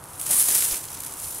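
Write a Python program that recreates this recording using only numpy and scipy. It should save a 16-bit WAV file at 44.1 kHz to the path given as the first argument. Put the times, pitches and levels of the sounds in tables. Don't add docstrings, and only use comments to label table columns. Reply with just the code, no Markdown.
import sys
import numpy as np
from scipy import signal
from scipy.fft import rfft, irfft
from scipy.io import wavfile
from scipy.ndimage import uniform_filter1d

SR = 44100
rng = np.random.default_rng(int(sys.argv[2]) if len(sys.argv) > 2 else 0)


def dump(signal):
    limited = np.clip(np.atleast_2d(signal).T, -1, 1)
    pcm = np.round(limited * 32767).astype(np.int16)
    wavfile.write(sys.argv[1], SR, pcm)


N = 61739
T = np.arange(N) / SR
CREASES_PER_S, CREASE_SPREAD_DB = 17000, 4.5
# freq_hz, relative_db
FILM_COLOUR = [(300, -33.5), (1200, -19.5), (2500, -19.5), (4500, -15), (6000, -12), (7600, -6.5),
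               (9400, -2), (10500, -0.5), (11600, -3.5), (13200, -7.5), (15700, -15)]


def from_db(db):
    return 10 ** (np.asarray(db) / 20)


def rms_one(x):
    return x / np.sqrt(np.mean(x ** 2) + 1e-20)


def curve(rows):
    return np.interp(T, *np.transpose(rows))


def response(points, size=4096):
    hz, db = np.transpose(points)
    freqs = np.maximum(np.arange(size // 2 + 1) * SR / size, 1)
    gain = from_db(np.interp(np.log(freqs), np.log(hz), db))
    cepstrum = irfft(np.log(gain))
    cepstrum[1:size // 2] *= 2
    cepstrum[size // 2 + 1:] = 0
    return irfft(np.exp(rfft(cepstrum)))


def colour(x, points):
    h = response(points)
    return signal.fftconvolve(x, h / np.sqrt(np.sum(h ** 2)))[:N]


def stereo(mid, scattered, width):
    side = signal.fftconvolve(scattered, response(width))[:N]
    return np.array([mid + side, mid - side])


def pan(x, db):
    return x * np.array([from_db(db / 2), from_db(-db / 2)]).reshape(2, -1)


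def drift(rate_hz):
    size = max(int(SR / rate_hz / 2), 1)
    return rms_one(uniform_filter1d(uniform_filter1d(rng.standard_normal(N), size), size))


def swell(centre_s, width_s):
    return np.exp(-2 * ((T - centre_s) / width_s) ** 2)


def swells(rows):
    return np.sqrt(sum(from_db(db) ** 2 * swell(s, width) for s, width, db in rows))


def creases(per_s):
    sizes = from_db(CREASE_SPREAD_DB * np.minimum(rng.exponential(1, N), 3))
    signs = rng.choice([-1, 1], N)
    return rms_one(sizes * signs * (rng.random(N) < per_s / SR))


def jolts(times_s, levels_db, crumple_db=-7, decay_s=.00055):
    out = np.zeros(N)
    for s, db in zip(times_s, levels_db):
        age = (np.arange(N) - int(s * SR)) / SR
        crumple = from_db(crumple_db) * (age > 0) * np.exp(-np.abs(age) / decay_s)
        out += from_db(db) * ((age == 0) + crumple * rng.choice([-1, 1], N))
    return out


def wind(level_db=-50.5, side_db=-33, gust_db=1.5, gusts_per_s=13):
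    # freq_hz, relative_db
    rumble_colour = [(20, -20), (45, -8.5), (70, -1.5), (100, -2.5), (145, -2.5), (190, -10.5), (400, -34),
                     (2000, -40)]
    gusts = from_db(level_db + gust_db * drift(gusts_per_s))
    mid, scattered = [gusts * colour(white, rumble_colour) for white in rng.standard_normal((2, N))]
    side = from_db(side_db) * scattered
    return np.array([mid + side, mid - side])


def murmur(level_db=-46.5, pan_db=-.7):
    # freq_hz, relative_db
    murmur_colour = [(60, -15), (240, -8), (305, -0.5), (360, -5), (600, -5.5), (800, -3.5), (910, 0),
                     (1040, -2), (1180, -3.5), (1400, -6), (2200, -17.5), (5000, -27), (15000, -58)]
    # freq_hz, side_minus_mid_db
    width = [(150, -19), (350, -17.5), (850, -10), (1500, -7.5), (4000, -6.5)]
    mid, scattered = [colour(white, murmur_colour) for white in rng.standard_normal((2, N))]
    return from_db(level_db) * pan(stereo(mid, scattered, width), pan_db)


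def handling():
    # centre_s, width_s, signed_pressure
    pulses = [(0.716, 0.0063, 0.0041), (0.729, 0.0068, -.018), (0.738, .004, 0.0034)]
    return sum(pressure * swell(s, width) for s, width, pressure in pulses)


def stirred_air():
    # centre_s, width_s, level_db
    arm_pass = [(.311, 0.013, -40), (.337, 0.028, -43.5)]
    # freq_hz, relative_db
    swish_colour = [(70, -16), (130, -8), (195, 7), (340, -7), (520, 0), (750, -5), (1200, -8), (2500, -14),
                    (8000, -38)]
    # centre_s, width_s, level_db
    puffs = [(.487, 0.0037, -33), (.522, 0.0065, -48), (.58, 0.0067, -46), (.735, 0.0068, -39.5)]
    # freq_hz, relative_db
    puff_colour = [(60, -34), (170, -6), (280, 3), (450, 2.5), (750, 6), (1100, 10.5), (1500, -13),
                   (2500, -7), (8000, -48)]
    swish = colour(swells(arm_pass) * rng.standard_normal(N), swish_colour)
    return swish + colour(swells(puffs) * rng.standard_normal(N), puff_colour)


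def spool_whoosh(width_hz=130):
    # time_s, pitch_hz, level_db
    glide = [(.27, 600, -66), (.308, 699, -36.5), (.322, 760, -51), (.338, 1025, -47), (0.383, 1202, -48),
             (.45, 1280, -60), (.55, 1250, -90)]
    s, hz, db = np.transpose(glide)
    phase = 2 * np.pi * np.cumsum(np.interp(T, s, hz)) / SR
    eddies = drift(width_hz) * np.cos(phase) + drift(width_hz) * np.sin(phase)
    return from_db(np.interp(T, s, db)) * eddies


def peel(flutter_db):
    # time_s, level_db
    sizzle_level = [(0, -58), (.12, -50.5), (.18, -47), (.22, -31), (.26, -46), (.295, -29.5), (.32, -25),
                    (.36, -22.5), (.395, -19), (.44, -26), (.52, -40), (.65, -49), (.8, -60), (1.4, -77.5)]
    # freq_hz, relative_db
    sizzle_colour = [(2000, -40), (6500, -30), (7800, -11), (9400, 0), (10400, -3), (11600, -8),
                     (13200, -14), (15700, -25)]
    return colour(from_db(curve(sizzle_level) + flutter_db) * creases(CREASES_PER_S), sizzle_colour)


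def snaps(tick_gain_db=4, crack_gain_db=1):
    # start_s, tick_relative_db, crack_relative_db
    taut_moments = [(.0397, -24, -39), (.0567, -31, -45), (.199, -22, -26), (.2143, -14, -45),
                    (.265, -16, -34), (.3307, -15, -20), (.405, -18, -23), (.4866, -20, -18),
                    (.5122, -8, -29), (.6236, -15, -15), (.8425, -24, -46), (.8544, -20, -43),
                    (1.0364, -19, -37), (1.0814, -23, -36), (1.1709, -24, -34), (1.3467, -18, -45),
                    (1.3885, -23, -44)]
    # freq_hz, relative_db
    crack_colour = [(200, -17), (900, -8), (2000, 2.5), (3800, 5.5), (6000, -5), (12000, -13)]
    start_s, tick_db, crack_db = np.transpose(taut_moments)
    ticks = colour(jolts(start_s, tick_db + tick_gain_db), FILM_COLOUR)
    return ticks + colour(jolts(start_s, crack_db + crack_gain_db), crack_colour)


def tape(flutter_db, crinkle_gain_db=1.5, flap_gain_db=-2.5):
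    # time_s, relative_db
    crinkle_level = [(0, -53), (.08, -49.5), (.12, -46), (.18, -46), (.215, -36.5), (.255, -36),
                     (.285, -30), (.325, -24), (.4, -24.5), (.45, -24), (.57, -24.5), (.68, -26),
                     (.735, -28), (.8, -36.5), (.88, -41.5), (1.0, -42.5), (1.16, -41), (1.23, -35),
                     (1.4, -36.5)]
    # centre_s, width_s, relative_db
    flap_bursts = [(.199, .004, -29.5), (.232, .004, -35), (.266, 0.0066, -22.5), (.312, 0.0047, -15),
                   (.326, 0.0045, -26), (.339, .003, -19.5), (.375, .008, -25), (.391, 0.013, -22.5),
                   (.410, 0.014, -18), (.461, .004, -28), (.489, .008, -17.5), (.524, .005, -21),
                   (.553, 0.0096, -15), (.583, 0.019, -18), (.598, 0.0023, -31), (.608, 0.0053, -16),
                   (.622, 0.0046, -22), (.649, 0.0068, -17), (.727, .012, -27), (.757, 0.0024, -34),
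                   (.772, .0055, -25), (.829, .0045, -42), (.904, 0.0055, -33), (.919, 0.004, -36),
                   (.932, 0.0024, -30), (.948, 0.007, -32), (.990, 0.0031, -35), (1.005, .003, -26),
                   (1.011, 0.0023, -33), (1.023, 0.0027, -31), (1.036, 0.0028, -28.5), (1.049, 0.0028, -27),
                   (1.065, 0.0044, -27), (1.073, 0.0032, -28.5), (1.124, 0.0021, -29.5),
                   (1.139, 0.0027, -29), (1.200, .004, -36), (1.245, 0.0024, -29), (1.258, 0.0053, -34),
                   (1.348, 0.006, -40)]
    # time_s, level_db
    rush_level = [(0, -60), (.24, -49), (.295, -36.5), (.33, -35), (.36, -37), (.46, -40.5), (.52, -33),
                  (.59, -37.5), (.65, -37.5), (.70, -41.5), (.742, -35.5), (.80, -46), (.95, -46),
                  (1.07, -46), (1.4, -53)]
    # freq_hz, relative_db
    rush_colour = [(80, -19.5), (220, 4.5), (500, 2), (1200, -4), (2500, 2), (4500, -0.5), (6500, 5.5),
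                   (9000, 1.5), (15000, -38)]
    # centre_s, width_s, level_db
    rasp_bursts = [(.332, 0.0058, -38), (.487, 0.0048, -27), (.522, 0.0035, -35), (.553, 0.0085, -36),
                   (.581, 0.0068, -33), (.712, 0.0063, -27.5), (.744, 0.0024, -32), (.886, 0.0033, -36.5),
                   (.947, .005, -36), (.975, 0.006, -44), (1.036, 0.0027, -39), (1.064, 0.0032, -43),
                   (1.123, .003, -46), (1.247, 0.0093, -41.5)]
    # freq_hz, relative_db
    rasp_colour = [(500, -6.5), (1500, -12), (3500, -3), (6200, 1.5), (9000, 0), (15000, -10)]
    crinkle = from_db(curve(crinkle_level) + crinkle_gain_db + flutter_db) * creases(CREASES_PER_S)
    flaps = from_db(flap_gain_db) * swells(flap_bursts) * creases(per_s=8900)
    rush = from_db(curve(rush_level) + flutter_db) * creases(per_s=4000)
    rasps = swells(rasp_bursts) * creases(per_s=4000)
    return colour(crinkle + flaps, FILM_COLOUR) + colour(rush, rush_colour) + colour(rasps, rasp_colour)


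def scene(flutter_depth_db=1.5):
    # time_s, gain_db
    scatter_gain = [(0, -25), (.2, -7), (.38, -2.5), (.55, -0.5), (.75, 3.5), (1.0, 4.5), (1.4, 6)]
    # freq_hz, gain_db
    width = [(200, -25), (900, -10.5), (2200, -21.5), (4500, -16.5), (7500, -15), (9500, -15.5),
             (12000, -24), (15000, -58)]
    # time_s, left_minus_right_db
    balance = [(0, 0), (.3, .2), (.55, -.4), (.85, -1.1), (1.1, -.7), (1.4, .3)]
    flutter_db = flutter_depth_db * drift(rate_hz=170)
    direct = tape(flutter_db) + peel(flutter_db) + snaps()
    scattered = from_db(curve(scatter_gain)) * tape(flutter_db)
    strand = pan(stereo(direct, scattered, width), curve(balance))
    return strand + stirred_air() + spool_whoosh() + wind() + murmur() + handling()


def record(dry):
    cutoff_hz = 15720
    return signal.sosfilt(signal.ellip(12, .1, 80, cutoff_hz, fs=SR, output="sos"), dry)


dry = scene()
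out = record(dry)
dump(out)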